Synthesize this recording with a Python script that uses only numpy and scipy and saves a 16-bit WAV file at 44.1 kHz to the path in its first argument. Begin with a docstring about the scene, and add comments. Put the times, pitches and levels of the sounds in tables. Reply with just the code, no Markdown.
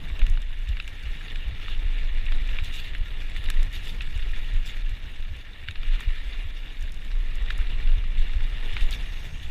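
"""Low jolts and shudder, crunching grit, knocks and ticks: a mountain bike runs down a dirt trail, heard in a
closed plastic housing on the rider's chest. Jolts are swells of a wandering low sine, heave and shudder are low
noise, deep thumps and heartbeats are short falling tones. Tyre grit, fabric and stones are random clicks through
the resonances of the shell; knocks, ticks and pebbles strike its modes directly. A faint whistle enters late."""
import sys
import numpy as np
from scipy import signal
from scipy.fft import rfft, irfft
from scipy.io import wavfile
from scipy.ndimage import uniform_filter1d

SR = 44100
rng = np.random.default_rng(int(sys.argv[2]) if len(sys.argv) > 2 else 0)


def master(y):
    """Save y as 16-bit WAV."""
    cut = np.clip(np.atleast_2d(y).T, -1, 1)
    pcm = np.round(cut * 32767)  # scale
    wavfile.write(sys.argv[1], SR, pcm.astype(np.int16))


N = 418950

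# Jolts over bumps. Each row: middle in seconds, peak in dB, half length of the swell in seconds.
JOLTS = [(0.232, -8, 0.04), (0.315, -13, 0.065), (0.377, -14, 0.054), (0.718, -15.5, 0.055),
         (1.107, -22.5, 0.048), (1.372, -25, 0.083), (2.312, -20.5, 0.29), (3.024, -17.5, 0.057),
         (3.474, -13, 0.058), (3.591, -10, 0.084), (4.565, -15.5, 0.13), (4.877, -20, 0.17),
         (5.21, -20.5, 0.091), (5.797, -17, 0.034), (5.918, -13, 0.096), (6.109, -17, 0.063),
         (6.826, -27, 0.25), (7.17, -12, 0.071), (7.907, -12.5, 0.098), (8.207, -14.5, 0.091),
         (8.42, -18, 0.11), (8.552, -16.5, 0.023), (8.713, -14, 0.033), (8.846, -8.5, 0.05)]
# Slow heave of the chest against the microphone. Each row: time in seconds, level in dB ahead of the strap.
HEAVE_LEVEL = [(0.0, -28.5), (0.55, -25.5), (1.0, -34), (1.55, -31.5), (1.78, -21), (2.55, -21),
               (2.76, -28.5), (3.3, -26), (3.8, -29.5), (4.3, -21), (4.8, -30.5), (5.3, -32.5), (5.44, -39),
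               (5.72, -36.5), (6.3, -25.5), (6.7, -31.5), (7.4, -22), (8.3, -22.5), (8.95, -25),
               (9.33, -32.5), (9.5, -26.5)]
# Spectrum of the heave. Each row: frequency in Hz, relative density in dB per Hz.
HEAVE_SPECTRUM = [(4.7, -17), (10.0, -1), (16, 5.5), (21, 10), (27, 5.5), (32, 0.5), (43, -6), (55, -8.5),
                  (70, -45), (99, -120)]
# Louder, deeper low thumps: some fall on the pulse's beats, others between them.
# Each row: middle in seconds, peak in dB.
THUMPS = [(0.126, -24.5), (0.227, -20), (0.697, -17.5), (1.072, -23), (1.48, -21), (3.603, -24.5),
          (4.925, -24), (6.082, -25), (7.607, -18.5), (7.968, -26), (8.366, -18.5), (8.83, -23.5),
          (9.286, -30)]
# Strength of each pulse beat in turn: peak in dB.
PULSE_PEAK_DB = [-26, -25, -31, -33.5, -29, -29, -25, -26.5, -30, -34, -24.5, -26, -27, -27.5, -28.5, -26.5,
                 -26.5, -28, -32, -31, -24, -30, -27, -31]
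# Tyres on dirt, levels before their wavering. Each row: time in seconds, grit through the shell in dB,
# airborne hiss in dB, roar in dB, shudder of the frame in dB.
ROLL = [(0.0, -49, -62, -51.5, -39.5), (0.18, -46.5, -63.5, -51.5, -43.5), (0.5, -50.5, -66, -57.5, -45.5),
        (1.24, -46.5, -62, -55, -44.5), (1.53, -46.5, -64.5, -54, -42.5), (2.12, -45.5, -65.5, -53, -45.5),
        (2.67, -44.5, -60.5, -53, -39.5), (3.01, -47, -64.5, -55, -46), (3.57, -46.5, -62.5, -53, -43.5),
        (3.94, -47.5, -61, -54.5, -43.5), (4.55, -45.5, -62.5, -54, -42.5), (5.64, -52, -67.5, -58.5, -45),
        (5.92, -44, -62, -55, -44.5), (6.22, -46.5, -63.5, -56, -52.5), (7.01, -50.5, -64.5, -56, -47),
        (7.62, -44, -64, -51.5, -42.5), (8.12, -48.5, -65.5, -54, -41), (8.71, -43.5, -60.5, -51, -43.5),
        (8.99, -44.5, -59, -51.5, -45), (9.5, -51, -62, -57, -39)]
# Spectrum of the frame's shudder. 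Each row: frequency in Hz, relative density in dB per Hz.
SHUDDER_SPECTRUM = [(24, -56), (40, -33), (54, -7.5), (160, -26.5), (210, -33.5), (350, -120)]
# Spectrum of the tyre roar. Each row: frequency in Hz, relative density in dB per Hz.
ROAR_SPECTRUM = [(88, -37), (150, -8), (210, -7), (263, -5), (329, -10), (464, -10.5), (536, -13),
                 (1160, -16), (1300, -26), (1690, -13), (2860, -120)]
# Mount on shell, ahead of KNOCK_GAIN_DB. Each row: time in seconds, nominal peak in dB, centre in Hz,
# nominal peak in the low modes in dB, loss away from the centre in dB per octave.
KNOCKS = [(0.0995, -32, 2100, -45, 10), (0.1925, -27, 3230, -49, 11), (0.2164, -22, 2260, -30, 15),
          (0.2652, -23, 2800, -54, 8), (0.3731, -27, 2230, -32, 6), (0.505, -39, 1500, -39, 6),
          (0.6724, -29, 2560, -49, 10), (0.6904, -33, 3460, -54, 12), (0.769, -22, 2240, -46, 9),
          (0.7997, -15.5, 2640, -54, 8), (0.844, -33, 2900, -56, 14), (0.877, -23, 2300, -58, 15),
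          (1.161, -46, 1700, -44, 14), (1.208, -32, 1690, -55, 14), (1.2816, -26, 2760, -52, 10),
          (1.357, -21, 2420, -53, 15), (1.5084, -31, 3610, -55, 21), (1.5484, -35, 2380, -57, 17),
          (1.659, -26, 2300, -51, 16), (1.6815, -25, 2770, -29, 20), (1.982, -31, 2540, -51, 22),
          (2.2645, -26, 2660, -43, 21), (2.2837, -28, 2590, -53, 21), (2.3211, -21, 2370, -53, 4),
          (2.4902, -29, 2850, -53, 11), (2.5865, -16.5, 2310, -34, 13), (2.7445, -40, 2820, -44, 14),
          (2.798, -35, 3530, -57, 10), (2.9332, -28, 1850, -54, 18), (2.9491, -19.5, 1950, -52, 20),
          (3.3483, -42, 2030, -51, 16), (3.363, -20, 1900, -48, 14), (3.4386, -29, 2900, -52, 0),
          (3.46, -25, 2900, -48, 9), (3.486, -24, 1870, -44, 9), (3.501, -17.5, 2380, -40, -2),
          (3.5409, -31, 1670, -49, -1), (3.5698, -27, 1910, -51, 14), (3.6142, -46, 1300, -55, 7),
          (3.6294, -29, 3600, -53, 24), (3.739, -35, 2650, -51, 18), (3.7614, -27, 3530, -56, 14),
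          (3.8716, -27, 3510, -60, 19), (3.8924, -26, 3600, -60, 24), (4.0073, -17.5, 2620, -51, 12),
          (4.0204, -26, 2380, -51, 9), (4.1934, -28, 1890, -51, 19), (4.225, -26, 2800, -56, 11),
          (4.334, -24, 1880, -51, 27), (4.4444, -33, 2710, -55, 14), (4.5111, -30, 1800, -53, 14),
          (4.6942, -25, 3420, -57, 29), (5.464, -40, 1800, -42, 14), (5.5947, -39, 3470, -57, 19),
          (5.6782, -28, 2660, -58, 22), (5.6848, -14.5, 2200, -52, 14), (5.7096, -25.5, 2590, -59, 12),
          (5.7565, -25.5, 2780, -39, 4), (5.8317, -26, 2300, -44, 2), (5.9254, -45, 3700, -69, 16),
          (5.962, -40, 1420, -42, 14), (5.9955, -28.5, 2860, -34, 14), (6.007, -27, 1840, -28, 8),
          (6.18, -34, 2350, -51, 8), (6.332, -26.5, 2270, -56, -1), (6.8768, -36, 1710, -57, 17),
          (7.1147, -27.5, 2830, -47, 1), (7.3195, -36, 1800, -40, 14), (7.3821, -29, 1820, -52, 14),
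          (7.5022, -20, 1650, -46, 13), (7.5046, -16.5, 1980, -39, 3), (7.5895, -30, 1800, -33, 14),
          (7.614, -27, 1700, -40, 14), (7.8002, -29, 1810, -52, 20), (7.874, -26, 2740, -50, 7),
          (8.039, -33, 2800, -36, 8), (8.1723, -31, 2280, -57, 11), (8.2646, -31, 1710, -49, 8),
          (8.2945, -33, 2140, -36, 14), (8.333, -32, 1750, -47, 10), (8.405, -37, 1450, -39, 10),
          (8.7665, -16, 2300, -25, 12), (8.778, -27, 2830, -45, 12), (8.8084, -25, 2530, -46, 12),
          (8.9273, -20.5, 3780, -52, 34), (9.1716, -33.5, 2760, -52, 17)]
# Small hard ticks, ahead of TICK_GAIN_DB. Each row: time in seconds, nominal peak in dB, centre in Hz.
TICKS = [(0.1925, -39.5, 7700), (0.266, -39, 6600), (0.2992, -39, 6510), (0.419, -41, 6550),
         (0.689, -42, 7200), (0.8245, -47, 6500), (0.8778, -39, 8040), (1.3593, -45, 6650),
         (1.7779, -48, 7500), (2.2588, -50, 6850), (2.3216, -47, 7100), (2.4743, -46, 7380),
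         (2.5735, -46, 6460), (2.6454, -38, 7300), (2.7317, -46, 6630), (2.756, -36, 8000),
         (2.9497, -46, 6600), (2.982, -49, 11000), (3.2979, -43.5, 7400), (3.3717, -42, 7140),
         (3.4411, -44, 7000), (3.5016, -25, 7280), (3.63, -33.5, 6300), (3.7279, -42, 6620),
         (3.8541, -46, 6480), (4.019, -40, 6750), (4.1759, -42.5, 6500), (4.5366, -46, 6810),
         (4.6603, -44, 6840), (4.8943, -44, 7300), (5.3662, -49, 9800), (5.709, -44, 6800),
         (6.005, -37, 7100), (6.8089, -44, 6570), (6.825, -40, 7250), (6.9206, -40, 8140),
         (6.9436, -42, 7080), (7.0489, -47, 7200), (7.3547, -40, 6500), (7.4235, -45, 7340),
         (7.5038, -47, 6900), (7.5792, -37, 6630), (8.1938, -46, 7140), (8.312, -52, 7340),
         (8.4307, -48, 6590), (8.739, -43, 6410), (8.8079, -41, 8040), (8.9087, -32, 6900)]
# Fabric or strap brushing the shell. Each row: start in seconds, length in seconds,
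# drive of the shell in dB, drive of the treble modes in dB.
BRUSHES = [(0.68, 0.017, -50, -62), (1.667, 0.067, -48.5, -64), (2.633, 0.027, -47, -52),
           (2.718, 0.083, -45, -52), (2.828, 0.052, -48, -60), (3.361, 0.012, -47, -55),
           (3.438, 0.015, -51, -59), (3.725, 0.042, -43.5, -51.5), (3.824, 0.093, -49.5, -55),
           (4.654, 0.027, -47, -50), (6.001, 0.0094, -68, -58), (8.168, 0.057, -50, -63),
           (8.713, 0.045, -50, -67), (8.808, 0.029, -48, -56), (8.904, 0.046, -44.5, -51),
           (9.418, 0.026, -48.5, -58)]
# Main modes of the housing, at their unpadded width. Each row: frequency in Hz, width in Hz, relative level in dB.
SHELL_MODES = [(1352, 174, -4.5), (1695, 143, 3.5), (1839, 248, 4.5), (2343, 300, 3), (2821, 206, 4),
               (3505, 223, 1.5), (3796, 136, 0), (4150, 394, -9.5)]
# Heavily damped modes of a knock's first moments. Each row: frequency in Hz, unpadded width in Hz, relative dB.
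CRACK_MODES = [(3050, 1200, -6), (4500, 510, 2.5)]
# Low modes of the housing. Each row: frequency in Hz, width in Hz, relative level in dB.
LOW_MODES = [(180, 120, 2), (300, 200, 1), (520, 300, 5), (814, 260, 6.6), (1210, 270, 8.5)]
# Treble modes of the housing. Each row: frequency in Hz, width in Hz, relative level in dB.
TREBLE_MODES = [(4610, 300, 7), (5290, 1080, 2), (6750, 770, 3), (7220, 720, 1.5), (8340, 770, -2.5),
                (9850, 850, -3.5), (12660, 1500, -5), (14900, 1400, -12.5)]
# Whistling bands, passed twice. Each row: frequency in Hz, width per pass in Hz, relative level per pass in dB.
WHISTLE_BANDS = [(5550, 270, -1.4), (6470, 270, -0.6)]

CHEST_HZ, CHEST_WANDER_SHARE = 22, 0.2   # jolts set the chest ringing
STRAP_HZ = 47   # the strap passes only slow heave
THUMP_HZ = 47
PULSE_START_S, PULSE_PERIOD_S, PULSE_QUICKENS_S = 0.309, 0.3875, 0.00019
PULSE_HZ, PULSE_SCATTER_OCT = 72.3, 0.08
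LUMPS_DB, LUMPS_HZ, ROAR_FOLLOWS_SHARE = 2.0, 13.5, 0.3   # wheels meet the ground unevenly
PATCHES_DB, PATCHES_HZ = 1.02, 21   # patches of coarser and finer dirt
KNOCK_GAIN_DB, TICK_GAIN_DB = -5.5, 6.0
PADDED_WIDTH_RATIO = 2.97   # a padded contact widens each mode and steepens its skirts
SOFT_LOW_HZ, SOFT_HIGH_HZ = 110, 5160   # the mount's blunt contact
TAIL_S = 0.0073   # time constant of the noise after a knock or tick
KNOCK_TAIL_DB, TICK_TAIL_DB = -23.5, -21   # relative to the table peaks, ahead of the modes
FAINT_TICKS, FAINT_TICK_DB = 45, -53.5   # count, mean peak ahead of TICK_GAIN_DB
FAINT_TICK_HZ, FAINT_TICK_SPREAD_OCT = 8100, 0.099
BRUSH_RISE_SHARE, BRUSH_SAG_DB, BRUSH_TAIL_S = 0.33, 2, 0.019   # share of the length, loss over it, time constant
PEBBLES, PEBBLE_DB, PEBBLE_FOCUS_DB_PER_OCT = 260, -42, 26   # count, mean peak, loss away from the centre
PEBBLE_LOW_HZ, PEBBLE_HIGH_HZ = 1600, 3950
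WHISTLE_START_S, WHISTLE_RISE_S, WHISTLE_DB, WHISTLE_FADE_DB_PER_S = 8.99, 0.1, -63, 12
STOPBAND_HZ = 15810


def from_db(db):
    """Decibels to gain."""
    return 10 ** (np.asarray(db) / 20)


def rms_one(x):
    """Scaled to rms 1."""
    return x / np.sqrt(np.mean(x ** 2) + 1e-20)


def in_time(rows):
    """Each column after the first, interpolated to a value per sample."""
    s, *columns = np.transpose(rows)
    return [np.interp(np.arange(N) / SR, s, column) for column in columns]


def drift(rate_hz):
    """Slow random wander of rms 1: noise through a double one-pole low-pass at every 40th sample."""
    r = np.exp(-2 * np.pi * rate_hz * 40 / SR)
    noise = rng.standard_normal(N // 40 + 2002)
    slow = signal.lfilter([1], [1, -2 * r, r * r], noise)[2000:]   # settled part
    return np.interp(np.arange(N) / 40, np.arange(len(slow)), rms_one(slow))


def coloured_noise(spectrum, even_s):
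    """Noise of rms 1 with the given spectrum; its own swells slower than even_s are levelled out."""
    hz, level_db = np.transpose(spectrum)
    grid_hz = np.maximum(np.fft.rfftfreq(N, 1 / SR), 1)
    gain = from_db(np.interp(np.log(grid_hz), np.log(hz), level_db))
    x = irfft(rfft(rng.standard_normal(N)) * gain, N)
    span = int(even_s * SR)
    power = uniform_filter1d(uniform_filter1d(x ** 2, span), span)
    return rms_one(x / np.sqrt(power + 1e-20))


def resonance(x, hz, width_hz):
    """A two-pole resonance with gain 1 on top."""
    r = np.exp(-np.pi * width_hz / SR)
    numerator = np.array([1, 0, -1]) * (1 - r * r) / 2
    return signal.lfilter(numerator, [1, -2 * r * np.cos(2 * np.pi * hz / SR), r * r], x)


def through(modes, x, flicker_db=0):
    """Parallel resonances with alternating signs; each may flicker on its own."""
    out = 0
    for k, (hz, width_hz, db) in enumerate(modes):
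        wander_db = flicker_db * drift(23.5) if flicker_db else 0
        out = out + (-1) ** k * from_db(db + wander_db) * resonance(x, hz, width_hz)
    return out


def grains(per_s, spread_db, clumping_db, clumps_hz):
    """Random clicks of uneven size and sign whose level wanders; rms 1."""
    sizes = from_db(spread_db * np.minimum(rng.exponential(1, N), 5)) * rng.choice([-1, 1], N)
    born = rng.random(N) < per_s / SR
    return rms_one(sizes * born * from_db(clumping_db * drift(clumps_hz)))


def blows(s, peak_db, centre_hz, modes, focus_db, chatter_s, fade_db, count, padded=False):
    """Each blow is a short rattle of contacts; modes near its centre pitch are struck hardest."""
    scatter_db = 2.5 * rng.standard_normal((len(s), len(modes), count))
    lags_s = chatter_s * np.arange(count) * rng.uniform(0.513, 1.5, (len(s), count))
    lags_s = np.round(lags_s * centre_hz[:, None]) / centre_hz[:, None]   # contacts fall in step with the ring
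    at = np.minimum(((s[:, None] + lags_s) * SR).astype(int), N - 1)
    hz, width_hz, db = np.transpose(modes)
    width_hz = width_hz * (PADDED_WIDTH_RATIO if padded else 1)
    octaves_off = np.abs(np.log2(hz / centre_hz[:, None]))
    share = from_db(db - focus_db * octaves_off)
    share /= np.sqrt(np.sum(share ** 2, axis=1, keepdims=True))
    out = np.zeros(N)
    for k in range(len(modes)):
        clicks = np.full(N, 1e-18)
        contact_db = peak_db[:, None] + scatter_db[:, k] - fade_db * lags_s / chatter_s
        np.add.at(clicks, at, share[:, k, None] * from_db(contact_db))
        # a unit click rings at height 1
        ring = resonance(clicks, hz[k], width_hz[k]) * SR / (2 * np.pi * width_hz[k])
        if padded:
            ring = np.e * resonance(ring, hz[k], width_hz[k])
        out += (-1) ** k * ring
    return out


def faint(count, db):
    """Times and peaks of faint blows scattered evenly at random."""
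    draw = rng.random((count, 2))
    return draw[:, 0] * N / SR, db + 3.7 * (draw[:, 1] - 0.5)


def jolts():
    """Each jolt is a smooth swell of the chest's ring, a low sine of wandering pitch."""
    swells = np.zeros(N)
    for s, db, half_s in JOLTS:
        swell = np.hanning(int(2 * half_s * SR))
        start = int((s - half_s) * SR)
        swells[start:start + len(swell)] += from_db(db) * swell
    pitch_hz = CHEST_HZ * (1 + CHEST_WANDER_SHARE * drift(2.91))
    return swells * np.sin(2 * np.pi * np.cumsum(pitch_hz) / SR)


def heave():
    """The chest heaves against the microphone: low noise, low-passed by the strap."""
    steady = from_db(in_time(HEAVE_LEVEL)[0]) * coloured_noise(HEAVE_SPECTRUM, even_s=0.085)
    return signal.sosfilt(signal.butter(2, STRAP_HZ, fs=SR, output="sos"), steady)


def pulse():
    """Heartbeats at a slowly quickening rate, as rows of seconds, peak dB and pitch in Hz."""
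    beat = np.arange(len(PULSE_PEAK_DB))
    s = PULSE_START_S + PULSE_PERIOD_S * beat - PULSE_QUICKENS_S * beat ** 2
    pitch_hz = PULSE_HZ * 2 ** (PULSE_SCATTER_OCT * rng.standard_normal(len(beat)))
    return list(zip(s, PULSE_PEAK_DB, pitch_hz))


def thumps(cycles):
    """Deep thumps and heartbeats: a few cycles of a falling low tone under a smooth swell."""
    out = np.zeros(N)
    rows = pulse() + [(s, db, THUMP_HZ) for s, db in THUMPS]
    phases = rng.uniform(0, 2 * np.pi, len(rows))
    for (s, db, hz), phase in zip(rows, phases):
        turn = np.linspace(-0.5, 0.5, int(cycles / hz * SR))
        tone = np.sin(2 * np.pi * cycles * (turn - 0.16 * turn ** 2) + phase)
        start = int(s * SR) - len(turn) // 2
        out[start:start + len(turn)] += from_db(db) * tone * np.cos(np.pi * turn) ** 2
    return out


def shudder(level_db, lumps_db):
    """The frame shudders as the wheels meet uneven ground: low noise of lumpy level."""
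    return from_db(level_db + lumps_db) * coloured_noise(SHUDDER_SPECTRUM, even_s=0.38)


def roar(level_db, patches_db, lumps_db):
    """Tyre roar: noise that follows the dirt, partly the lumps, and flutters by itself."""
    flutter_db = 1.32 * drift(26)
    total_db = level_db + patches_db + ROAR_FOLLOWS_SHARE * lumps_db + flutter_db
    return from_db(total_db) * coloured_noise(ROAR_SPECTRUM, even_s=0.053)


def knocks():
    """The mount knocks on the shell and on its low modes; the blunt contact trims both ends."""
    s, peak_db, centre_hz, low_db, focus_db = np.transpose(KNOCKS)
    out = blows(s, peak_db, centre_hz, SHELL_MODES + CRACK_MODES, focus_db[:, None],
                chatter_s=0.0011, fade_db=4.5, count=4, padded=True)
    out += blows(s, low_db, centre_hz, LOW_MODES, focus_db=8.5, chatter_s=0.0017, fade_db=0.0, count=2)
    out = signal.sosfilt(signal.butter(2, SOFT_LOW_HZ, "high", fs=SR, output="sos"), out)
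    out = signal.sosfilt(signal.butter(5, SOFT_HIGH_HZ, fs=SR, output="sos"), out)
    return from_db(KNOCK_GAIN_DB) * out


def ticks():
    """Hard ticks, listed and faint random ones, ring the treble modes above the lowest."""
    s, peak_db = faint(FAINT_TICKS, FAINT_TICK_DB)
    centre_hz = FAINT_TICK_HZ * 2 ** (FAINT_TICK_SPREAD_OCT * rng.standard_normal(len(s)))
    s, peak_db, centre_hz = np.hstack([np.transpose(TICKS), [s, peak_db, centre_hz]])
    out = blows(s, peak_db, centre_hz, TREBLE_MODES[1:], focus_db=1.8, chatter_s=0.00094, fade_db=5.0, count=4)
    return from_db(TICK_GAIN_DB) * out


def tail_envelope(events, under_db):
    """Exponential decay after each blow, for the buzz or hiss that trails it."""
    s, peak_db = np.transpose(events)[:2]
    kicks = np.zeros(N)
    kicks[(s * SR).astype(int)] = from_db(peak_db + under_db)
    return signal.lfilter([1], [1, -np.exp(-1 / (TAIL_S * SR))], kicks + 1e-18)


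def brush_envelopes():
    """Each brush rises quickly, sags while it lasts and trails off; rows for shell and treble."""
    out = np.zeros((2, N))
    for s, length_s, *levels_db in BRUSHES:
        start = int(s * SR)
        age_s = np.arange(N - start)[:SR // 4] / SR
        rise = np.sin(np.pi / 2 * np.minimum(age_s / (BRUSH_RISE_SHARE * length_s), 1))
        sag = from_db(-BRUSH_SAG_DB * np.minimum(age_s / length_s, 1))
        tail = np.exp(-np.maximum(age_s - length_s, 0) / BRUSH_TAIL_S)
        out[:, start:start + len(age_s)] += from_db(levels_db)[:, None] * rise * sag * tail
    return out


def fabric():
    """Rubbing fabric: dense clicks under the brush envelopes; rows for shell and treble."""
    out = brush_envelopes() * grains(2200.0, spread_db=2.0, clumping_db=-0.5, clumps_hz=65.0)
    out[0] = resonance(out[0], hz=3650, width_hz=1600) * 2.76   # light rubbing favours the upper modes
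    return out


def housing(modes, drive, flicker_db):
    """The drive rings the flickering modes, scaled so that steady white noise would keep its level."""
    unit = rng.standard_normal(N)
    return through(modes, drive, flicker_db) / np.std(through(modes, unit))


def grit_and_fabric(grit_db, hiss_db, patches_db):
    """Grit, stones, fabric and blow tails drive the shell modes; with hiss they drive the treble modes."""
    grit = grains(4500.0, spread_db=3.1, clumping_db=0.6, clumps_hz=60.0)
    stones = grains(160.0, spread_db=0.5, clumping_db=-0.5, clumps_hz=20.0)   # the same in shell and air
    fabric_body, fabric_air = fabric()
    body = from_db(grit_db + patches_db) * (grit + from_db(-14.5) * stones)
    body += fabric_body + tail_envelope(KNOCKS, KNOCK_TAIL_DB) * grit
    hiss = 0.14 * grit + 0.72 * rng.standard_normal(N) + from_db(-8.5) * stones
    air = from_db(hiss_db + patches_db) * hiss
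    air += fabric_air + tail_envelope(TICKS, TICK_TAIL_DB) * grit
    return housing(SHELL_MODES, body, flicker_db=1.36) + housing(TREBLE_MODES, air, flicker_db=2.0)


def pebbles():
    """Small stones flung against the bike at random, each ringing mainly one part of the shell."""
    s, peak_db = faint(PEBBLES, PEBBLE_DB)
    centre_hz = PEBBLE_LOW_HZ * (PEBBLE_HIGH_HZ / PEBBLE_LOW_HZ) ** rng.random(len(s))
    return blows(s, peak_db, centre_hz, SHELL_MODES, PEBBLE_FOCUS_DB_PER_OCT,
                 chatter_s=0.0012, fade_db=5.5, count=2, padded=True)


def whistle():
    """Noise twice through narrow bands, rising once and then fading."""
    noise = rng.standard_normal(N)
    bands = through(WHISTLE_BANDS, through(WHISTLE_BANDS, noise))
    age_s = np.arange(N) / SR - WHISTLE_START_S
    fade_db = -WHISTLE_FADE_DB_PER_S * np.maximum(age_s - WHISTLE_RISE_S, 0)
    return from_db(WHISTLE_DB + fade_db) * np.clip(age_s / WHISTLE_RISE_S, 0, 1) * rms_one(bands)


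def scene():
    """Shaking, rolling, blows, brushes and whistle add up at the microphone."""
    grit_db, hiss_db, roar_db, shudder_db = in_time(ROLL)
    patches_db = PATCHES_DB * drift(PATCHES_HZ)
    lumps_db = LUMPS_DB * drift(LUMPS_HZ)
    mix = jolts() + heave() + thumps(cycles=2.8)
    mix += shudder(shudder_db, lumps_db) + roar(roar_db, patches_db, lumps_db)
    mix += grit_and_fabric(grit_db, hiss_db, patches_db)
    mix += knocks() + ticks() + pebbles() + whistle()
    return mix[None]


def record(dry):
    """A steep low-pass cuts the top."""
    return signal.sosfilt(signal.cheby2(14, 50, STOPBAND_HZ, fs=SR, output="sos"), dry)


dry = scene()
out = record(dry)
master(out)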